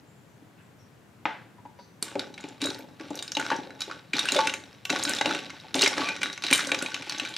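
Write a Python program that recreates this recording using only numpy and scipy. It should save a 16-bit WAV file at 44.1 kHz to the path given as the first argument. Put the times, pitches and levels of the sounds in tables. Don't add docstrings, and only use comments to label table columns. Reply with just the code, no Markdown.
import sys
import numpy as np
from scipy import signal
from scipy.fft import rfft, irfft
from scipy.io import wavfile
from scipy.ndimage import uniform_filter1d

SR = 44100
rng = np.random.default_rng(int(sys.argv[2]) if len(sys.argv) > 2 else 0)


def rack_gain(trim_db):
    fader = np.asarray(trim_db, float)
    return 10 ** (fader / 20)


def to_wav(s):
    ch = np.atleast_2d(s).T
    pcm = np.round(np.clip(ch, -1, 1) * 32767)
    wavfile.write(sys.argv[1], SR, pcm.astype(np.int16))


N = 325017

# t/s, peak
# level/dB, loudest ring f/Hz
CLINKS = [(2.0259, -16.5, 4350), (2.1552, -28, 2240), (2.1947, -15, 3750), (2.341, -33, 3890),
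          (2.379, -29, 2220), (2.44, -31, 2430), (2.6137, -39, 5500), (2.6175, -19, 3760),
          (2.6406, -18.5, 3850), (2.7029, -20, 4140), (2.746, -26.5, 4070), (2.9986, -33.5, 1640),
          (3.1547, -27.5, 5770), (3.1746, -31, 3780), (3.1908, -22, 3700), (3.2253, -22.5, 3650),
          (3.2789, -25, 3860), (3.3192, -17, 5560), (3.3513, -18, 3880), (3.3698, -9.5, 2860),
          (3.3985, -16.5, 1480), (3.4525, -25, 1480), (3.5028, -13, 1110), (3.706, -31, 1706),
          (3.8077, -21, 3900), (3.8184, -16.5, 3900), (3.899, -29, 1120), (3.913, -22, 1370),
          (4.1344, -12.5, 2364), (4.168, -16.5, 4300), (4.1925, -9.5, 3760),  (4.2554, -18.5, 1550),
               (4.2876, -9, 2790), (4.3213, -10.5, 4020), (4.347, -13, 3700), (4.364, -12.5, 3520),
               (4.3899, -11, 1140), (4.4555, -29, 2670), (4.4726, -10.5, 2670), (4.496, -16.5, 2840),
               (4.5389, -16, 2700), (4.8533, -17.5, 2740), (4.902, -10.5, 2670), (4.9576, -20.5, 1140),
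               (4.9955, -21.5, 4400), (5.0277, -16, 3940), (5.0516, -12, 4000), (5.0917, -34, 2650),
               (5.164, -20, 3800), (5.1864, -18, 3540), (5.212, -10, 2040), (5.2585, -12, 2800),
               (5.293, -23, 2060), (5.31, -15, 1370), (5.3485, -18, 2750), (5.39, -22, 2770),
                (5.5027, -25, 2140), (5.6003, -34.5, 3850),
          (5.7438, -11, 3650), (5.7932, -13, 3680), (5.8111, -10, 3820), (5.8619, -7, 2220),
                (5.878, -10.5, 5430), (5.934, -22.5, 1170), (5.9796, -14, 1650), (6.0174, -16, 1150),
                (6.0706, -30, 2310), (6.088, -13, 2420), (6.164, -24, 2210), (6.2169, -18, 2380),
                (6.2318, -11, 2350),  (6.329, -23.5, 3780), (6.3772, -25, 2200), (6.4229, -20.5, 3700),
                (6.4383, -16.5, 2770), (6.4477, -19, 3990), (6.466, -18.5, 3840),
          (6.511, -11.5, 2370), (6.528, -1, 2370), (6.648, -22, 3250), (6.671, -19, 5900),
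               (6.6925, -20.5, 1540), (6.718, -8.5, 2370), (6.746, -14, 2470), (6.7894, -20.5, 4880),
               (6.8143, -25.5, 1440), (6.8255, -18.5, 2560), (6.8616, -17.5, 2490), (6.9196, -24, 1490),
               (6.9439, -15, 2680), (7.0233, -23, 2420), (7.0963, -16, 4520), (7.1252, -25, 4240),
               (7.183, -24.5, 6230), (7.198, -14.5, 2630), (7.2506, -19.5, 2370), (7.3398, -25, 3250),
               (7.365, -17, 3440)]
# t/s, peak level/dB, loudest ring f/Hz
TICKS = [
    (2.4083, -36, 6900),
    (2.4873, -35.5, 7100),
    (2.789, -37, 13300),
    (3.105, -35, 7400),
    (3.5633, -29.5, 5800),
]
# t/s, gap/s, peak level/dB, loudest ring f/Hz
CHATTERS = [
    (5.821, 0.008, -5.5, 3600),
    (6.536, .0065, -11, 4000),
    (6.579, .0085, -20.5, 2300),
    (2.669, 0.046, -33.5, 1700),
]
CHATTER_TOUCHES, CHATTER_LOSS_DB = 4, 1.5
# t/s, peak level/dB, loudest ring f/Hz
TINKS = [(2.0261, -14.5, 8950), (2.6174, -23.5, 6950), (2.6585, -19.5, 6900), (3.1547, -33, 13250),
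         (3.226, -24.5, 6880), (3.3982, -25, 6900), (3.8066, -25, 6900), (4.1947, -22, 7040),
         (4.2562, -23.5, 8670), (4.3206, -14, 6900), (4.4712, -22, 6400), (4.5384, -25.5, 6460),
         (4.8518, -33, 13300), (4.9006, -21.5, 6770), (4.989, -26, 6700), (5.0365, -14.5, 6620),
         (5.0943, -17.5, 7630), (5.1496, -25, 6960), (5.7424, -30, 6700), (5.7548, -16, 6700),
         (5.8187, -10.5, 6700), (5.877, -21, 6800), (6.2317, -27, 8500), (6.512, -17, 8800),
         (6.5325, -6.5, 8900), (6.56, -15.5, 8800), (6.5785, -17, 6700), (6.6717, -27, 8150),
         (6.8244, -21.5, 7940), (7.2903, -31.5, 7260)]
STRAW_SHARE_DB, SHARE_DB_PER_OCTAVE = -26.5, 3
# f/Hz, level/dB, t60/s
GLASS_MODES = [(1140, -7.5, 0.24), (1480, 8.5, 0.025), (1544, -9, 0.13), (1856, -0.5, 0.029),
               (2140, -8.5, 0.074), (2370, 0, 0.044), (2870, 5, 0.016), (3530, -2.5, 0.031),
               (3850, 1, 0.084), (3984, -1.5, 0.031), (4385, -1, 0.042), (5290, 3, 0.027),
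               (5770, -2, 0.044), (6420, 7.5, 0.015), (7060, 14, 0.017), (8400, 14, 0.017),
               (8920, 1.5, 0.14), (12000, -16, 0.0076), (11900, -20, .02), (13000, -9, 0.071)]
# t/s, length/s, f/Hz, width/Hz, level/dB
SLIDES = [
    (4.36, 0.044, 555, 28.5, -23.5),
    (4.385, 0.035, 877, 25.2, -21.5),
    (5.065, 0.053, 1500, 60, -34.5),
    (5.862, 0.021, 2140, 60, -24.5),
    (6.015, 0.071, 1143, 30.4, -34.5),
    (2.62, 0.079, 3900, 148, -34),
    (6.05, 0.085, 2426, 120, -34),
    (6.232, 0.09, 3850, 90, -41),
]
# t/s, hold/s, scrape level on the wall/dB
PUSHES = [(2.016, 0.085, -44), (2.18, 0.026, -44.5), (2.375, 0.12, -49), (2.601, 0.043, -36.5),
          (2.985, .3, -48.5), (3.364, .17, -37), (3.783, 0.14, -44.5), (4.13, 0.28, -30.5),
          (4.891, 0.13, -32), (5.063, 0.034, -27), (5.24, 0.076, -30), (5.5, 0.19, -53), (5.746, 0.13, -28),
          (5.964, 0.09, -29.5), (6.206, 0.045, -34), (6.43, 0.17, -30), (6.722, 0.076, -37.5),
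          (6.84, 0.27, -41), (7.053, 0.23, -37)]
PUSH_ATTACK_S, SETTLE_DB_PER_S = 0.0099, 125
DRIFT_DB, DRIFT_DB_PER_S = -21, 17
LOAD_DB, HISS_DB = -13.5, -19
WOBBLE_DB, WOBBLE_T60_S = -21, 0.62
SIZZLE_DB, SIZZLE_T60_S = -31, 0.46
# t/s, peak level/dB, loudest ring f/Hz
KNOCKS = [(2.026, -29.5, 320), (2.156, -16.5, 393), (2.442, -27, 304), (2.625, -22.5, 285),
          (2.651, -20.5, 292), (2.793, -35, 516), (3.005, -28.5, 317), (3.107, -22, 301),
          (3.369, -17.5, 873),  (3.516, -12.5, 910), (3.879, -28.5, 325), (4.141, -25.5, 266),
          (4.325, -23.5, 272), (4.359, -16.5, 590),  (4.905, -20.5, 272), (4.929, -23.5, 750),
          (5.211, -17, 820), (5.257, -16.5, 860), (5.309, -50, 630), (5.645, -37, 763), (5.75, -19, 272),
           (5.833, -18, 393), (5.978, -19.5, 537), (6.513, -18, 275), (6.672, -30, 528), (6.719, -22, 530),
          (6.825, -27, 259), (7.219, -33, 268)]
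# t/s, peak level/dB, loudest ring f/Hz
BUMPS = [(.027, -49, 314), (.424, -43, 320), (1.459, -46.5, 330), (1.584, -45, 966), (1.654, -34, 952),
         (1.79, -38.5, 960)]
# f/Hz, level/dB, t60/s
BODY_MODES = [(167, -42, 0.13), (290.2, 4.5, 0.17), (330, 0, 0.18), (371.6, 0.5, 0.14), (557, 5.5, 0.093),
              (730, -3.5, 0.12), (855.7, 4.5, 0.1)]
# f/Hz, level/dB, t60/s
JUG_MODES = [(320, -1.5, 0.074), (566, -11, 0.13), (760, -6, 0.069), (874, 10, 0.051), (960, 12.5, 0.024),
             (1190, 16, 0.014), (1687, 12, 0.016), (2070, 14.5, 0.013), (2350, 16.5, 0.011),
             (2640, 3, 0.014), (4190, -10, 0.036), (5300, -30, .03), (6600, -34, .02)]
JUG_S, JUG_DB = 1.2545, -12
# t/s, length/s, f/Hz, width/Hz, level/dB
RUSTLES = [
    (0.038, 0.2, 7300, 472, -72.5),
    (0.277, 0.054, 6300, 900, -73),
    (0.569, 0.038, 2130, 1200, -57),
    (.6, 0.055, 7700, 600, -72),
    (0.777, 0.046, 5630, 500, -63),
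    (1.777, 0.057, 4420, 700, -53),
    (1.77, 0.11, 6000, 300, -67),
]
# f/Hz, t60/s
ROOM_T60 = [(150, 0.6), (400, 0.35), (1040, 0.35), (2760, 0.23), (7280, 0.28), (14000, 0.11)]
ROOM_DB, ROOM_ALIKE = -7, 0.69
# f/Hz, level per Hz/dB
FLOOR_SPECTRUM = [(15, -78), (25, -51), (84, -18.5), (102, -11), (123, -10.5), (195, -13), (301, -17),
                  (373, -19.5), (1330, -28.5), (1520, -28), (5280, -42), (7310, -42), (8590, -45.5),
                  (16000, -50)]
FLOOR_DB = -54.5
# f/Hz, likeness (0..1)
FLOOR_ALIKE = [(60, 1), (240, 0.72), (950, 0.45), (3770, 0.4), (15000, 1)]
HUM_HZ, HUM_DB = 120, -68


def rms_one(x):
    return x / np.sqrt(np.mean(x ** 2) + 1e-20)


def peak_one(x):
    return x / (np.max(np.abs(x)) + 1e-12)


def at_hz(points, hz):
    points = np.array(points)
    return np.interp(np.log(hz), np.log(points[:, 0]), points[:, 1])


def band(x, low_hz, high_hz):
    return signal.sosfilt(signal.butter(2, [low_hz, min(high_hz, 19000)], "band", fs=SR, output="sos"), x)


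def lowpass(x, hz):
    return signal.sosfilt(signal.butter(2, hz, fs=SR, output="sos"), x)


def left_right(mid, side, alike):
    return np.sqrt(1 + alike) * mid + np.sqrt(1 - alike) * side * [[1], [-1]]


def lean(db):
    return rack_gain([[db], [-db]])


def add(out, s, sound):
    i = round(s * SR)
    out[i:i + len(sound)] += sound[:N - i]


def strike(hz, db, t60, length_s=.15):
    t = np.arange(round(length_s * SR)) / SR
    hz, db, t60 = np.asarray(hz)[:, None], np.asarray(db)[:, None], np.asarray(t60)[:, None]
    return rack_gain(db - 60 * t / t60) * np.sin(2 * np.pi * hz * t)


def clinks(events, modes, edges_hz, crack_db, crack_t60, own_t60, rings_db):
    out, (hz, db, t60) = np.zeros(N), np.transpose(modes)
    t = np.arange(round(.12 * SR)) / SR
    swell = 1 - np.exp(-t / 0.00023)
    crack_decay = rack_gain(-60 * t / crack_t60) + 0.7 * np.exp(-t / 0.00046)
    for s, peak_db, own_hz in events:
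        near_db = -7.0 * np.abs(np.log2(hz / own_hz))
        shift, strength, damp = rng.standard_normal((3, len(hz)))
        ring_db = db + near_db + 3.5 * strength + rings_db
        rings = strike(hz * (1 + .012 * shift), ring_db, t60 * rack_gain(2 * damp), length_s=len(t) / SR)
        crack = band(rng.standard_normal(len(t)) * crack_decay, *edges_hz)
        crack = lowpass(crack, min(3.4 * own_hz, 19000))
        crack = crack + 0.75 * peak_one(band(crack, own_hz / 1.39, own_hz * 1.46)) * np.max(crack)
        own = rack_gain(-60 * t / own_t60) * np.sin(2 * np.pi * own_hz * t)
        clink = swell * (own + rings.sum(0) + rack_gain(crack_db) * crack)
        add(out, s - .0006, rack_gain(peak_db - 1.0) * peak_one(clink))
    return out


def all_clinks():
    touches = []
    for s, gap, db, hz in CHATTERS:
        for k in range(CHATTER_TOUCHES):
            corner = rng.uniform(-0.49, 0.495)
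            touches.append((s + k * gap, db - k * CHATTER_LOSS_DB, hz * 2 ** corner))
    return CLINKS + TICKS + touches


def felt_in_straw(events, modes):
    felt = []
    for s, db, hz in events:
        share_db = STRAW_SHARE_DB + SHARE_DB_PER_OCTAVE * np.log2(hz / 4000)
        felt.append((s, db + share_db, modes[rng.integers(len(modes))][0]))
    return felt


def effort():
    t, power = np.arange(N) / SR, 0
    for s, hold, db in PUSHES:
        after = np.maximum(t - s - hold, 0)
        settle = rack_gain(-SETTLE_DB_PER_S * after) + rack_gain(DRIFT_DB - DRIFT_DB_PER_S * after)
        power = power + (np.clip((t - s) / PUSH_ATTACK_S, 0, 1) * rack_gain(db) * settle) ** 2
    return np.sqrt(power)


def afterglow(events, t60):
    jumps = np.zeros(N)
    for s, db, _ in events:
        add(jumps, s, np.array([rack_gain(db)]))
    return signal.lfilter([1], [1, -rack_gain(-60 / (t60 * SR))], jumps + 1e-18)


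def uneven_contacts(per_s, spread_db):
    sizes = rack_gain(spread_db * np.minimum(rng.exponential(1, N), 4))
    return sizes * (rng.random(N) < per_s / SR)


def rubbed(modes, per_s, spread_db, damping):
    sizes = uneven_contacts(per_s, spread_db)
    out = np.zeros(N)
    for hz, db, t60 in modes:
        r, w = rack_gain(-60 / (damping * t60 * SR)), 2 * np.pi * hz / SR
        kicks = rack_gain(db) * sizes * rng.standard_normal(N) + 1e-18
        out += signal.lfilter([0, np.sin(w)], [1, -2 * r * np.cos(w), r * r], kicks)
    return rms_one(out)


def stirring():
    push = effort()
    wobble = rack_gain(LOAD_DB) * push + rack_gain(WOBBLE_DB) * afterglow(KNOCKS, WOBBLE_T60_S)
    sizzle = rack_gain(HISS_DB) * push + rack_gain(SIZZLE_DB) * afterglow(TINKS, SIZZLE_T60_S)
    grit = uneven_contacts(2500, 4.0) * rng.standard_normal(N)
    wall = rubbed(GLASS_MODES[:13], per_s=400, spread_db=5.0, damping=0.32)
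    wall = wall + 0.14 * rubbed(GLASS_MODES[8:9], per_s=360, spread_db=-1.0, damping=0.73)
    wall = wall + 0.85 * rms_one(band(grit, 2000, 4080))
    hiss = rubbed(GLASS_MODES[13:], per_s=510, spread_db=-6.0, damping=0.42)
    hiss = hiss + 0.5 * rms_one(band(grit, 8100, 10200))
    load = rubbed(BODY_MODES, per_s=140, spread_db=-0.5, damping=0.42)
    return rack_gain(-6.0) * push * wall + rack_gain(-7.5) * sizzle * hiss, wobble * load


def puffs(rows, edge):
    out = np.zeros(N)
    for s, length, hz, width_hz, db in rows:
        puff = band(rng.standard_normal(15230), hz - width_hz / 2, hz + width_hz / 2)[2000:]
        puff = puff / np.sqrt(uniform_filter1d(puff ** 2, size=300) + 1e-12)
        t = np.arange(13230) / SR / length
        add(out, s, rack_gain(db) * puff * np.clip(8 * t, 0, 1) * np.exp(-t ** edge))
    return out


def knocks(events, body):
    out, (hz, db, t60) = np.zeros(N), np.transpose(BODY_MODES)
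    t = np.arange(round(.15 * SR)) / SR
    swell = 1 - np.exp(-t / 0.0034)
    for s, peak_db, own_hz in events:
        near_db = -6.0 * np.abs(np.log2(hz / own_hz))
        rings = strike(hz, db + near_db + rng.normal(0, 5.25, len(hz)) - 3, .5 * t60).sum(0)
        own = strike([own_hz], [-1], [0.077 + 12.0 / own_hz])[0]
        dying = rng.standard_normal(len(t)) * rack_gain(-60 * t / 0.062)
        puff = peak_one(band(dying, own_hz / 1.5, own_hz * 2.3))
        knock = swell * (own + body * (rings + 0.93 * puff))
        add(out, s - .002, rack_gain(peak_db - 1.04) * peak_one(knock))
    return out


def jug():
    out, t = np.zeros(N), np.arange(round(.3 * SR)) / SR
    burst_decay = rack_gain(17.5 - 60 * t / 0.023) + rack_gain(2.5 - 60 * t / 0.47)
    burst = band(rng.standard_normal(len(t)), 470, 2500) * burst_decay
    rings = strike(*np.transpose(JUG_MODES), length_s=len(t) / SR).sum(0)
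    blow = (rings + burst) * (1 - np.exp(-t / 0.00056))
    add(out, JUG_S, rack_gain(JUG_DB) * peak_one(lowpass(blow, 4500)))
    return out


def kitchen(x):
    t, tail = np.arange(26000) / SR, 0
    mid, side = rng.standard_normal((2, 26000))
    pair = left_right(mid, side, ROOM_ALIKE)
    for low in 70 * 2 ** np.arange(8):
        tail = tail + band(pair, low, 2 * low) * rack_gain(-60 * t / at_hz(ROOM_T60, 1.03 * low))
    tail = tail * np.clip(t / 0.0035 - .4, 0, 1)
    tail = tail / np.sqrt(np.sum(tail ** 2) / 2)
    return signal.fftconvolve(x[None], tail, axes=1)[:, :N]


def floor():
    hz = np.maximum(np.fft.rfftfreq(N, 1 / SR), 1)
    mid, side = rfft(rng.standard_normal((2, N))) * rack_gain(at_hz(FLOOR_SPECTRUM, hz))
    alike = np.clip(at_hz(FLOOR_ALIKE, hz), 0, 1)
    noise = irfft(left_right(mid, side, alike), N)
    hum = rms_one(band(rng.standard_normal(N), HUM_HZ - 3, HUM_HZ + 3))
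    return (rack_gain(FLOOR_DB) * rms_one(noise) + rack_gain(HUM_DB) * hum) * lean(1.1)


def scene():
    wall, load = stirring()
    hits = all_clinks()
    cubes = clinks(hits, GLASS_MODES[:14], (900, 7000),
                   crack_db=0.0, crack_t60=0.027, own_t60=0.028, rings_db=-10.5)
    straw_hits = TINKS + felt_in_straw(hits, GLASS_MODES[13:17])
    straw = clinks(straw_hits, GLASS_MODES[13:], (5000, 12000),
                   crack_db=-.5, crack_t60=.015, own_t60=.026, rings_db=-15)
    bright = cubes + straw + wall + puffs(SLIDES, edge=4)
    dull = knocks(KNOCKS, body=1) + knocks(BUMPS, body=.55) + load
    blow = jug()
    rustles = puffs(RUSTLES, edge=1.2)

    direct = bright * lean(.1) + dull * lean(1.2) + blow * lean(.8)
    bounce = np.stack([np.roll(bright, 19), np.roll(bright, 22)])
    wet = kitchen(bright + dull + rack_gain(1.5) * blow + rack_gain(8.5) * rustles)
    heard = direct + rack_gain(-17.0) * bounce + rack_gain(ROOM_DB) * wet
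    no_bass = signal.sosfilt(signal.butter(4, 120, "high", fs=SR, output="sos"), heard)
    return lowpass(no_bass, 14000) + floor()


def top_cut(x):
    return signal.sosfilt(signal.butter(12, 16570, fs=SR, output="sos"), x)


def record(dry):
    rounded = .9 * np.tanh(dry / .9)
    mix = signal.sosfilt(signal.cheby2(10, 50, 16500, fs=SR, output="sos"), rounded)
    return top_cut(mix)


dry = scene()
out = record(dry)
to_wav(out)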